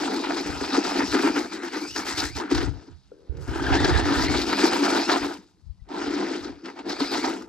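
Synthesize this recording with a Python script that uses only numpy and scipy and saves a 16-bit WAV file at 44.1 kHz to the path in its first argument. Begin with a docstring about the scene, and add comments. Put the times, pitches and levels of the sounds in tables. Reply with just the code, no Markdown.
"""Outdoors on loose dirt and gravel, a toy truck with a hollow plastic shell spins its tyres, stopping twice.
Random cracks of crushed grit ring the shell and chassis; stones knock; the grip throbs with each wheel turn.
A straining motor is kicked noise, the worn gears a smeared tone with its octave.
Wind puffs of low noise and single thumps hit two microphone ports; a faint hiss lies below."""
import sys
import numpy as np
from scipy import signal
from scipy.fft import rfft, irfft
from scipy.io import wavfile

SR = 44100
rng = np.random.default_rng(int(sys.argv[2]) if len(sys.argv) > 2 else 0)


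def transcribe(u):
    """Save the signal u as a 16-bit wav file named by the first command-line argument.

    u: samples, shape (n,) or (channels, n), limited to [-1, 1]; the rate is SR.
    q: integer samples, one column per channel.
    """
    v = np.clip(np.atleast_2d(u).T, -1, 1)
    q = np.round(v * 32767).astype(np.int16)
    wavfile.write(sys.argv[1], SR, q)


N = 329868


def amp(db):
    """Decibels to an amplitude factor."""
    return 10 ** (np.asarray(db) / 20)


def rms_one(x):
    """Scales to an rms of 1."""
    return x / np.sqrt(np.mean(x ** 2) + 1e-20)


def in_time(rows):
    """Draws each column as straight lines over the scene."""
    s, *columns = np.transpose(rows)
    return [np.interp(np.arange(N) / SR, s, c) for c in columns]


def at_hz(points):
    """Values on the FFT grid, straight lines on a log-frequency axis."""
    hz, value = np.transpose(points)
    return np.interp(np.log(np.fft.rfftfreq(N, 1 / SR) + 1), np.log(hz), value)


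def drift(per_s):
    """Slow chance with spread 1: white noise through two equal low-pass poles at per_s Hz."""
    r = np.exp(-2 * np.pi * per_s / SR)
    white = rng.standard_normal(N + SR)
    # the first second lets the filter settle
    return rms_one(signal.lfilter([1], [1, -2 * r, r * r], white)[SR:])


def colour(x, spectrum):
    """Causal (minimum-phase) filter with the given spectrum; white rms 1 stays rms 1."""
    cepstrum = irfft(np.log(amp(np.maximum(at_hz(spectrum), -150))), N)
    # folding the cepstrum forward makes the response causal
    cepstrum[1:N // 2] *= 2
    cepstrum[N // 2 + 1:] = 0
    response = np.exp(rfft(cepstrum))
    level = rms_one(np.abs(response))
    return irfft(rfft(x) * level * np.exp(1j * np.angle(response)), N)


def resonance(x, hz, width_hz):
    """One two-pole resonance; the width sets how fast it dies."""
    r = np.exp(-np.pi * width_hz / SR)
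    poles = [1, -2 * r * np.cos(2 * np.pi * hz / SR), r * r]
    return signal.lfilter([(1 - r * r) / 2, 0, (r * r - 1) / 2], poles, x)


def modes(x, table):
    """Parallel resonances with alternating signs."""
    return sum((-1) ** k * amp(db) * resonance(x, hz, width) for k, (hz, width, db) in enumerate(table))


def ring(s, hz, t60, rise_s):
    """A damped swing that starts at s, swells in and loses 60 dB in t60 seconds."""
    age = np.maximum(np.arange(N) / SR - s, 0)
    swing = amp(-60 * age / t60) * np.sin(2 * np.pi * hz * age)
    return swing * (1 - np.exp(-age / rise_s))


def shelf(x, hz, kind, extra_db):
    """Raises or lowers one end of the spectrum over time."""
    end = signal.sosfilt(signal.butter(2, hz, kind, fs=SR, output="sos"), x)
    return x + (amp(extra_db) - 1) * end


def grains(per_s, spread_db, clump_db, clumps_per_s):
    """Two unrelated streams of random cracks of uneven size that come in shared clumps; rms 1."""
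    sizes = amp(spread_db * np.minimum(rng.exponential(1, (2, N)), 5)) * rng.standard_normal((2, N))
    born = rng.random((2, N)) < per_s / SR
    return rms_one(sizes * born * amp(clump_db * drift(clumps_per_s)))


# Colour of the outdoor hiss. Each row: frequency in Hz, relative density in dB per Hz.
AIR = [(71, -37), (120, -44.5), (183, -11.5), (336, -43), (1020, -35.5), (1870, -55.5), (3500, -55),
       (4300, -43), (5200, -50), (9050, -52), (15000, -72)]
AIR_DB = -69.5   # rms ahead of the ports


def air():
    """A faint outdoor hiss: steady coloured noise, unrelated in the two streams."""
    return amp(AIR_DB) * colour(rng.standard_normal((2, N)), AIR)


# Colour of the wind's turbulence. Each row: frequency in Hz, relative density in dB per Hz.
GUST = [(20, -50), (35, -19.5), (58, -1), (90, -5.5), (125, -8.5), (165, -13.5), (260, -48.5), (900, -120)]
# Gusts on the left port, then on the right.
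# Each row: start of full strength in seconds, hold in seconds, level in dB before the lumps.
GUSTS = [
    [(.33, 0.074, -53), (.464, 0.094, -31.5), (.986, 0.11, -39.5), (2.242, 0.0096, -33),
     (2.541, 0.17, -23.5), (3.365, 0.021, -44.5), (3.49, 0.035, -26), (3.66, 0.27, -24.5),
     (4.003, 0.1, -33), (4.24, 0.13, -26), (5.223, 0.013, -36.5), (5.65, 0.066, -40), (5.815, 0.022, -49),
     (6.0, 0.15, -48), (6.413, 0.12, -46.5)],
    [(.608, 0.033, -40), (1.015, .02, -43), (1.3, 0.13, -51.5), (1.906, 0.12, -45.5), (2.149, 0.23, -38),
     (2.542, 0.085, -31.5), (2.913, 0.012, -38.5), (3.33, 0.38, -33), (3.69, 0.43, -23),
     (4.178, .186, -32.5), (4.479, 0.014, -40), (6.42, .1, -57)],
]
GUST_RISE_DB_PER_S, GUST_FALL_DB_PER_S, CALM_DB = 796, 242.5, -63


def gusts(rows):
    """Each gust rises fast, holds and dies away over a calm breeze."""
    t = np.arange(N) / SR
    strength = amp(CALM_DB)
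    for s, hold_s, db in rows:
        rise_db = GUST_RISE_DB_PER_S * (t - s)
        fall_db = GUST_FALL_DB_PER_S * (s + hold_s - t)
        strength = strength + amp(db + np.minimum(0, np.minimum(rise_db, fall_db)))
    return strength


def wind():
    """Lumpy low turbulence, partly shared and opposite in sign at the two ports."""
    white = rng.standard_normal((2, N))
    white[1] += -.4 * white[0]
    lumps = amp(3.2 * np.array([drift(21), drift(18)]))
    puffs = rms_one(colour(lumps * white, GUST))
    return np.array([gusts(rows) for rows in GUSTS]) * puffs


# Single puffs of wind that thump one port.
# Each row: start in seconds, frequency in Hz, 60 dB decay in seconds, left and right level in dB before the swell.
THUMPS = [(3.294, 62, 0.13, -49, -12), (5.696, 56.3, 0.088, -17.5, -44), (5.814, 50.3, 0.14, -27, -50)]


def thumps():
    """Each puff is one low damped swing, far stronger at one port."""
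    return sum(amp([[left_db], [right_db]]) * ring(s, hz, t60, rise_s=0.0053)
               for s, hz, t60, left_db, right_db in THUMPS)


# The motor straining before the wheels turn. Each row: time in seconds, rms level in dB ahead of the ports.
STRAIN = [(3.11, -87), (3.125, -50), (3.16, -55.5), (3.27, -55.5), (3.4, -42.5), (3.46, -51.5), (3.52, -90)]
# Gearbox resonances, passed twice. Each row: frequency in Hz, width in Hz and gain in dB of a single pass.
STRAIN_MODES = [(290, 150, -1), (458, 184, 2.5)]
STRAIN_KICKS_PER_S, STRAIN_UNEVEN = 77.0, .8   # commutator kicks; noise rms against the kicks' rms


def strain():
    """A stalled motor shakes the gearbox with steady but uneven kicks."""
    turn = np.cumsum(STRAIN_KICKS_PER_S * (1 + .02 * drift(10))) / SR
    kicks = rms_one(np.diff(np.floor(turn), prepend=0))
    kicks = kicks + STRAIN_UNEVEN * rng.standard_normal(N)
    shaken = modes(modes(kicks, STRAIN_MODES), STRAIN_MODES)
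    return amp(in_time(STRAIN)[0]) * rms_one(shaken)


# Gears take up their slack, the chassis settles, a loose part ticks.
# Each row: start in seconds, frequency in Hz, 60 dB decay in seconds, rise in seconds, level in dB before the rise.
SLACK = [(3.117, 480, 0.034, 0.0036, -25.5), (3.117, 1380, 0.02, .002, -46), (5.385, 196, 0.07, .008, -33),
         (5.796, 1980, 0.04, .02, -48)]
# Rough gear mesh whine, before slips.
# Each row: time in seconds, mesh frequency in Hz, level in dB over the gripping scrub.
WHINE = [(0, 2300, -20), (1.2, 2400, -19), (1.6, 1790, -13), (1.93, 2150, -14), (2.33, 1750, -16),
         (2.5, 1884, -25), (3.3, 1410, -7), (3.75, 1650, -6), (4.15, 1760, -9), (4.45, 2400, -12),
         (4.65, 2330, -15), (5.0, 2330, -16), (5.6, 2050, -26), (6.85, 1917, -27), (6.98, 1900, -17),
         (7.08, 2120, -11), (7.2, 1950, -10), (7.48, 2000, -25)]
FREE_SPIN_PER_DB, SPIN_LAG_S = .018, .015   # the mesh speeds up by this share per dB of lost bite, a little late
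MESH_BLUR_HZ = 125   # drift rate that smears the mesh tone
WHINE_SLIPS = .05   # share of the scrub depth in the whine


def smeared_tone(turn, blur_hz):
    """A tone blurred into narrow noise by drifting sine and cosine parts."""
    return drift(blur_hz) * np.sin(turn) + drift(blur_hz) * np.cos(turn)


def gears(grip_db, slip_db):
    """Short rings, then worn teeth; a slipping wheel spins free, so the mesh rises and stands out."""
    rings = sum(amp(db) * ring(s, hz, t60, rise_s) for s, hz, t60, rise_s, db in SLACK)
    mesh_hz, whine_db = in_time(WHINE)
    lag = np.exp(-1 / (SPIN_LAG_S * SR))
    spin = 1 - FREE_SPIN_PER_DB * signal.lfilter([1 - lag], [1, -lag], slip_db)
    turn = 2 * np.pi * np.cumsum(mesh_hz * spin) / SR
    tone = smeared_tone(turn, MESH_BLUR_HZ)
    octave = smeared_tone(2 * turn, 2 * MESH_BLUR_HZ)
    level_db = grip_db + whine_db + WHINE_SLIPS * slip_db + 2.5 * drift(30)
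    # the octave grows with speed
    octave_db = np.minimum(.015 * (mesh_hz * spin - 2300), 4)
    return rings + amp(level_db) * (tone + amp(octave_db) * octave)


# Stones and jolts on the chassis.
# Each row: start in seconds, strength in dB before each layer's offset, extra share of the boom in dB.
KNOCKS = [(0.492, -29, 2), (0.609, -20, 4.5), (0.744, -14, -21), (0.774, -22, 10), (1.018, -19, 5),
          (1.145, -11, -8), (1.292, -22, 10), (1.36, -17, 2.5), (1.961, -12.5, -26), (2.065, -16.5, -14),
          (2.178, -22, -17), (2.238, -17.5, -10), (2.362, -33, -18.5), (2.512, -18.5, 5.5),
          (2.547, -10, -13), (2.578, -13.5, -24), (2.602, -31, -7), (2.849, -52, -10), (2.873, -51.5, 15),
          (3.369, -36.5, -20), (3.476, -28.5, -5), (3.523, -34, -13), (3.563, -37.5, 1), (3.752, -11, -14),
          (3.801, -12, -21), (3.845, -6, -3.5), (3.994, -18, 1), (4.054, -20, 0), (4.528, -7, -5.5),
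          (4.587, -11, -4.5), (4.63, -19.5, 12), (4.731, -9, -15), (4.851, -18, 0.5), (4.948, -11.5, 1.5),
          (5.093, -12.5, -24.5), (5.116, -8.5, -9.5), (5.237, -21.5, -14.5), (5.888, -35.5, -6),
          (6.445, -27.5, 6.5), (6.656, -26.5, -7), (6.699, -30, -20), (6.789, -26.5, -5), (6.863, -30, -8),
          (7.002, -12, -1), (7.336, -25, -5), (7.421, -31, -18)]


def knocks(offset_db, boom_share=0):
    """Each stone is a noise crunch that swells and dies within milliseconds, in the shared stream only."""
    out, age = np.zeros((2, N)), np.arange(1200) / SR
    envelope = np.exp(-age / .006) * (1 - np.exp(-age / .001))
    crunches = rng.standard_normal((len(KNOCKS), 1200)) * envelope
    for (s, strength_db, share_db), crunch in zip(KNOCKS, crunches):
        at = int(s * SR)
        out[0, at:at + 1200] += amp(strength_db + boom_share * share_db + offset_db) * crunch
    return out


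# Air and wall resonances. Each row: frequency in Hz, width in Hz, gain in dB before the band filter.
SHELL = [(199.7, 12.3, -6), (251, 115, -5.5), (288.2, 36.8, 5), (342.4, 32.8, 1.5), (428, 133, -5.5)]


def shell(x):
    """The hollow body's resonances, kept dark below and above."""
    return signal.sosfilt(signal.butter(2, [165, 470], "band", fs=SR, output="sos"), modes(x, SHELL))


def shell_boom(boom_db):
    """Crushed grit and stones boom in the hollow shell."""
    cracks = grains(900, spread_db=1.5, clump_db=1.5, clumps_per_s=22.6)
    return amp(boom_db) * rms_one(shell(cracks)) + shell(knocks(21.5, boom_share=1))


# Colour of the chassis. Each row: frequency in Hz, relative density in dB per Hz.
CHASSIS = [(280, -36.5), (480, -11), (590, -5.5), (700, -1), (780, 0.5), (901, 2.5), (1010, 1.5),
           (1130, -7), (1210, 0), (1400, 1), (3300, -13.5), (4290, -20.5), (7260, -120)]


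def chassis_scrub(scrub_db):
    """Dense cracks and stones shake the chassis in the middle of the spectrum."""
    cracks = grains(3000, spread_db=-1.0, clump_db=1.0, clumps_per_s=31.0)
    return colour(amp(scrub_db) * cracks + knocks(-11.5), CHASSIS)


# Colour of the flying grit. Each row: frequency in Hz, relative density in dB per Hz.
GRIT = [(1650, -12.5), (2800, -7), (3280, -5.5), (3800, -1.5), (5000, -0.5), (6440, -11), (7830, -16.5),
        (9940, -31.5), (11100, -29), (13400, -36.5), (14200, -32), (14900, -54.5), (15800, -46.5)]


def grit_spray(grit_db):
    """Very dense bright cracks, over a fainter, sparser layer of more uneven ones that comes in clumps."""
    cracks = grains(6000, spread_db=0.0, clump_db=1.5, clumps_per_s=12.5)
    sparse_cracks = grains(200, spread_db=2.5, clump_db=3.0, clumps_per_s=8)
    spray = colour(amp(grit_db) * cracks + knocks(-14), GRIT)
    return spray + colour(amp(grit_db - 16) * sparse_cracks, GRIT)


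def patchy(x, depth_db, per_s):
    """Stones of changing size: each half octave swells and sinks on its own."""
    spectrum, hz, out = rfft(x), np.fft.rfftfreq(N, 1 / SR) + 1, 0
    place = np.clip(2 * np.log2(hz / 500), 0, 9)
    for k in range(10):
        band = irfft(spectrum * np.maximum(1 - np.abs(place - k), 0), N)
        out = out + amp(depth_db * drift(per_s)) * band
    return out


# About once a wheel turn the tyres lose their bite, then grip again.
# Each row: least bite in seconds, fade in seconds, scrub change in dB, grit change in dB.
SLIPS = [(0.098, 0.011, -3.0, -2.5), (0.222, 0.035, -6.5, -2.5), (0.342, 0.024, -4.5, -2),
         (0.441, 0.031, -8, -7), (0.594, 0.11, -6.5, -4.5), (0.716, 0.089, -6, -4),
         (0.829, 0.039, -7.5, -4.5), (0.935, 0.067, -5, -4), (1.111, 0.075, -11, -4), (1.221, 0.011, -6, 1),
         (1.344, 0.039, -9.5, -7), (1.505, 0.055, -15, -10.5), (1.611, 0.04, -7.5, -13),
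         (1.713, 0.034, -12, -10), (1.81, 0.024, -6, -0.5), (1.941, 0.098, -20.5, -5.5),
         (2.043, 0.034, -10, -13), (2.159, 0.03, -7, -10), (2.342, 0.055, -26, -19.5),
         (2.488, 0.063, -8.5, -23), (2.539, 0.0098, -4, -5.5), (3.784, 0.011, -10, -5),
         (3.819, 0.01, -8.5, -2), (3.93, 0.03, -4.5, -5.5), (4.041, 0.035, -5.5, -9.5),
         (4.284, 0.015, -4.5, -6), (4.458, 0.042, -5, -2.5), (4.565, 0.013, -6.5, -4.5),
         (4.717, 0.047, -5, -7), (4.816, 0.053, -5, -5.5), (5.07, 0.047, -12, -5.5),
         (5.209, 0.032, -8, -5.5), (6.42, 0.033, -5, -6.5), (6.627, 0.13, -17.5, -14),
         (6.752, 0.043, -13, -6), (6.838, 0.028, -10.5, -8), (6.983, 0.069, -13.5, -15),
         (7.1, 0.05, -12, -9), (7.221, 0.028, -10, -7)]
REGRIP_S = 0.015   # recovery


def bite_db():
    """Each slip fades the grip at its own pace; grip always returns quickly. Rows: scrub, grit."""
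    t = np.arange(0, N, 32) / SR   # a coarse grid is enough
    dips = 0
    for s, fade_s, *db in SLIPS:
        pace_s = np.where(t < s, fade_s, REGRIP_S)
        dips = dips + np.outer(db, np.exp(-((t - s) / pace_s) ** 2))
    return [np.interp(np.arange(N) / SR, t, dip) for dip in dips]


# How hard the tyres work the ground while they grip.
# Each row: time in seconds, then drive in dB before slips for shell boom, chassis scrub and grit spray.
LOAD = [(0.0, -28.5, -35, -39), (0.55, -29, -33.5, -36.5), (0.78, -26.5, -29.5, -34.5),
        (1.3, -24, -28, -34.5), (1.6, -35.5, -39.5, -43.5), (1.85, -30.5, -35.5, -43.5),
        (2.15, -36.5, -35.5, -30.5), (2.62, -27, -34.5, -37), (2.72, -41.5, -54.5, -59),
        (2.93, -62, -64, -66), (3.0, -79, -81, -71.5), (3.34, -56, -68, -71), (3.38, -50, -56.5, -67),
        (3.465, -59, -52.5, -59), (3.485, -37.5, -42.5, -55), (3.75, -24, -27.5, -34.0),
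        (4.45, -27, -32.5, -34), (4.65, -23.5, -26, -29), (5.0, -25, -29.5, -33.5), (5.15, -26, -26, -32),
        (5.27, -28.5, -36, -38.5), (5.34, -40.5, -44, -47), (5.41, -52.5, -62, -65.5),
        (5.5, -67, -75.5, -72), (5.83, -88, -86, -77.5), (5.88, -54, -58.5, -77), (5.905, -39.5, -43, -52),
        (6.0, -32, -37.5, -43), (6.2, -27.5, -36, -40), (6.4, -33.5, -39.5, -43),
        (6.7, -37.5, -45.5, -56.5), (6.85, -36.5, -44, -54.5), (6.9, -27.5, -32, -29.5),
        (7.28, -26.5, -33, -38.5), (7.48, -45, -58.5, -68.5)]
# The low mids and the treble of the gravel swell and sink as the truck turns.
# Each row: time in seconds, low-mid lift in dB, treble lift in dB.
ENDS = [(0, 5.5, 3.5), (1.3, 3, 5.5), (1.5, 0, 9), (1.9, -14, 10), (2.3, -30, 8), (2.7, 4, 2.5),
        (3.3, 4, 2), (3.4, 1, 16.5), (3.7, 6, 2), (4.2, 1, 3.5), (4.6, 1, 5), (5.1, 6.5, 4), (5.4, 1.5, 8),
        (5.9, 7, 1.5), (6.4, 3, 0), (6.9, 5, -0.5), (7.48, 5.5, 10.5)]
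BOOM_SLIPS = 0.92   # share of the scrub depth felt by the shell
CRUNCH_DB, CRUNCHES_PER_S = .7, 45   # spread and drift rate: tread blocks bite all sizes of stone together


def truck():
    """Tyres on gravel, gears and motor, as two streams: what both ports share, and what differs."""
    boom_db, grip_db, grit_db = in_time(LOAD)
    slip_db, grit_slip_db = bite_db()
    low_mid_db, treble_db = in_time(ENDS)
    boom = shell_boom(boom_db + BOOM_SLIPS * slip_db)
    scrub = shelf(chassis_scrub(grip_db + slip_db), 1090, "low", low_mid_db)
    grit = shelf(grit_spray(grit_db + grit_slip_db), 6440, "high", treble_db)
    crunch = amp(CRUNCH_DB * drift(CRUNCHES_PER_S))
    out = boom + patchy((scrub + grit) * crunch, depth_db=2.4, per_s=20.0)
    out[0] += gears(grip_db, slip_db) + strain()
    return out


# Colour of the ports. Each row: frequency in Hz, left minus right in dB.
LEFT_OVER_RIGHT = [(60, -6.5), (99, 7), (160, 0.5), (270, 1), (450, 7), (740, -10), (1220, 6.5), (2010, 2),
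                   (3330, 1.5), (5500, 3.5), (9080, 11), (15000, 15)]
# Likeness of the ports. Each row: frequency in Hz, left-right likeness from 0 to 1.
LIKENESS = [(200, 1), (480, 0.94), (700, 0.43), (1300, 0.91), (2400, 0.85), (4400, 0.9), (8000, 0.075),
            (15000, 0.17)]
# Phase between the ports. Each row: frequency in Hz, lead of the left in radians.
LEFT_LEAD = [(300, 0.21), (600, -1.6), (800, 0.94), (1030, 1.32), (1300, 0.39), (2150, 0.62), (3360, 1.12)]


def ports(streams):
    """Each port hears the shared and the differing stream through its own colour and phase."""
    shared, apart = rfft(streams)
    alike = np.clip(at_hz(LIKENESS), 0, 1)
    tilt = amp(at_hz(LEFT_OVER_RIGHT) / 2)
    turn = tilt * np.exp(.5j * at_hz(LEFT_LEAD))
    mid = np.sqrt((1 + alike) / 2) * shared
    side = np.sqrt((1 - alike) / 2) * apart
    even = (tilt + 1 / tilt) / 2   # keeps the mean gain of the two ports at 1
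    return amp(1.09) * irfft(np.array([(mid + side) * turn, (mid - side) / turn]) / even, N)


def scene():
    """Truck and hiss pass the ports' colour; the wind acts on each port directly."""
    return ports(truck() + air()) + wind() + thumps()


CUTOFF_HZ = 15988


def record(dry):
    """The top is cut steeply."""
    return signal.sosfilt(signal.cheby2(24, 70, CUTOFF_HZ, fs=SR, output="sos"), dry)


dry = scene()
out = record(dry)
transcribe(out)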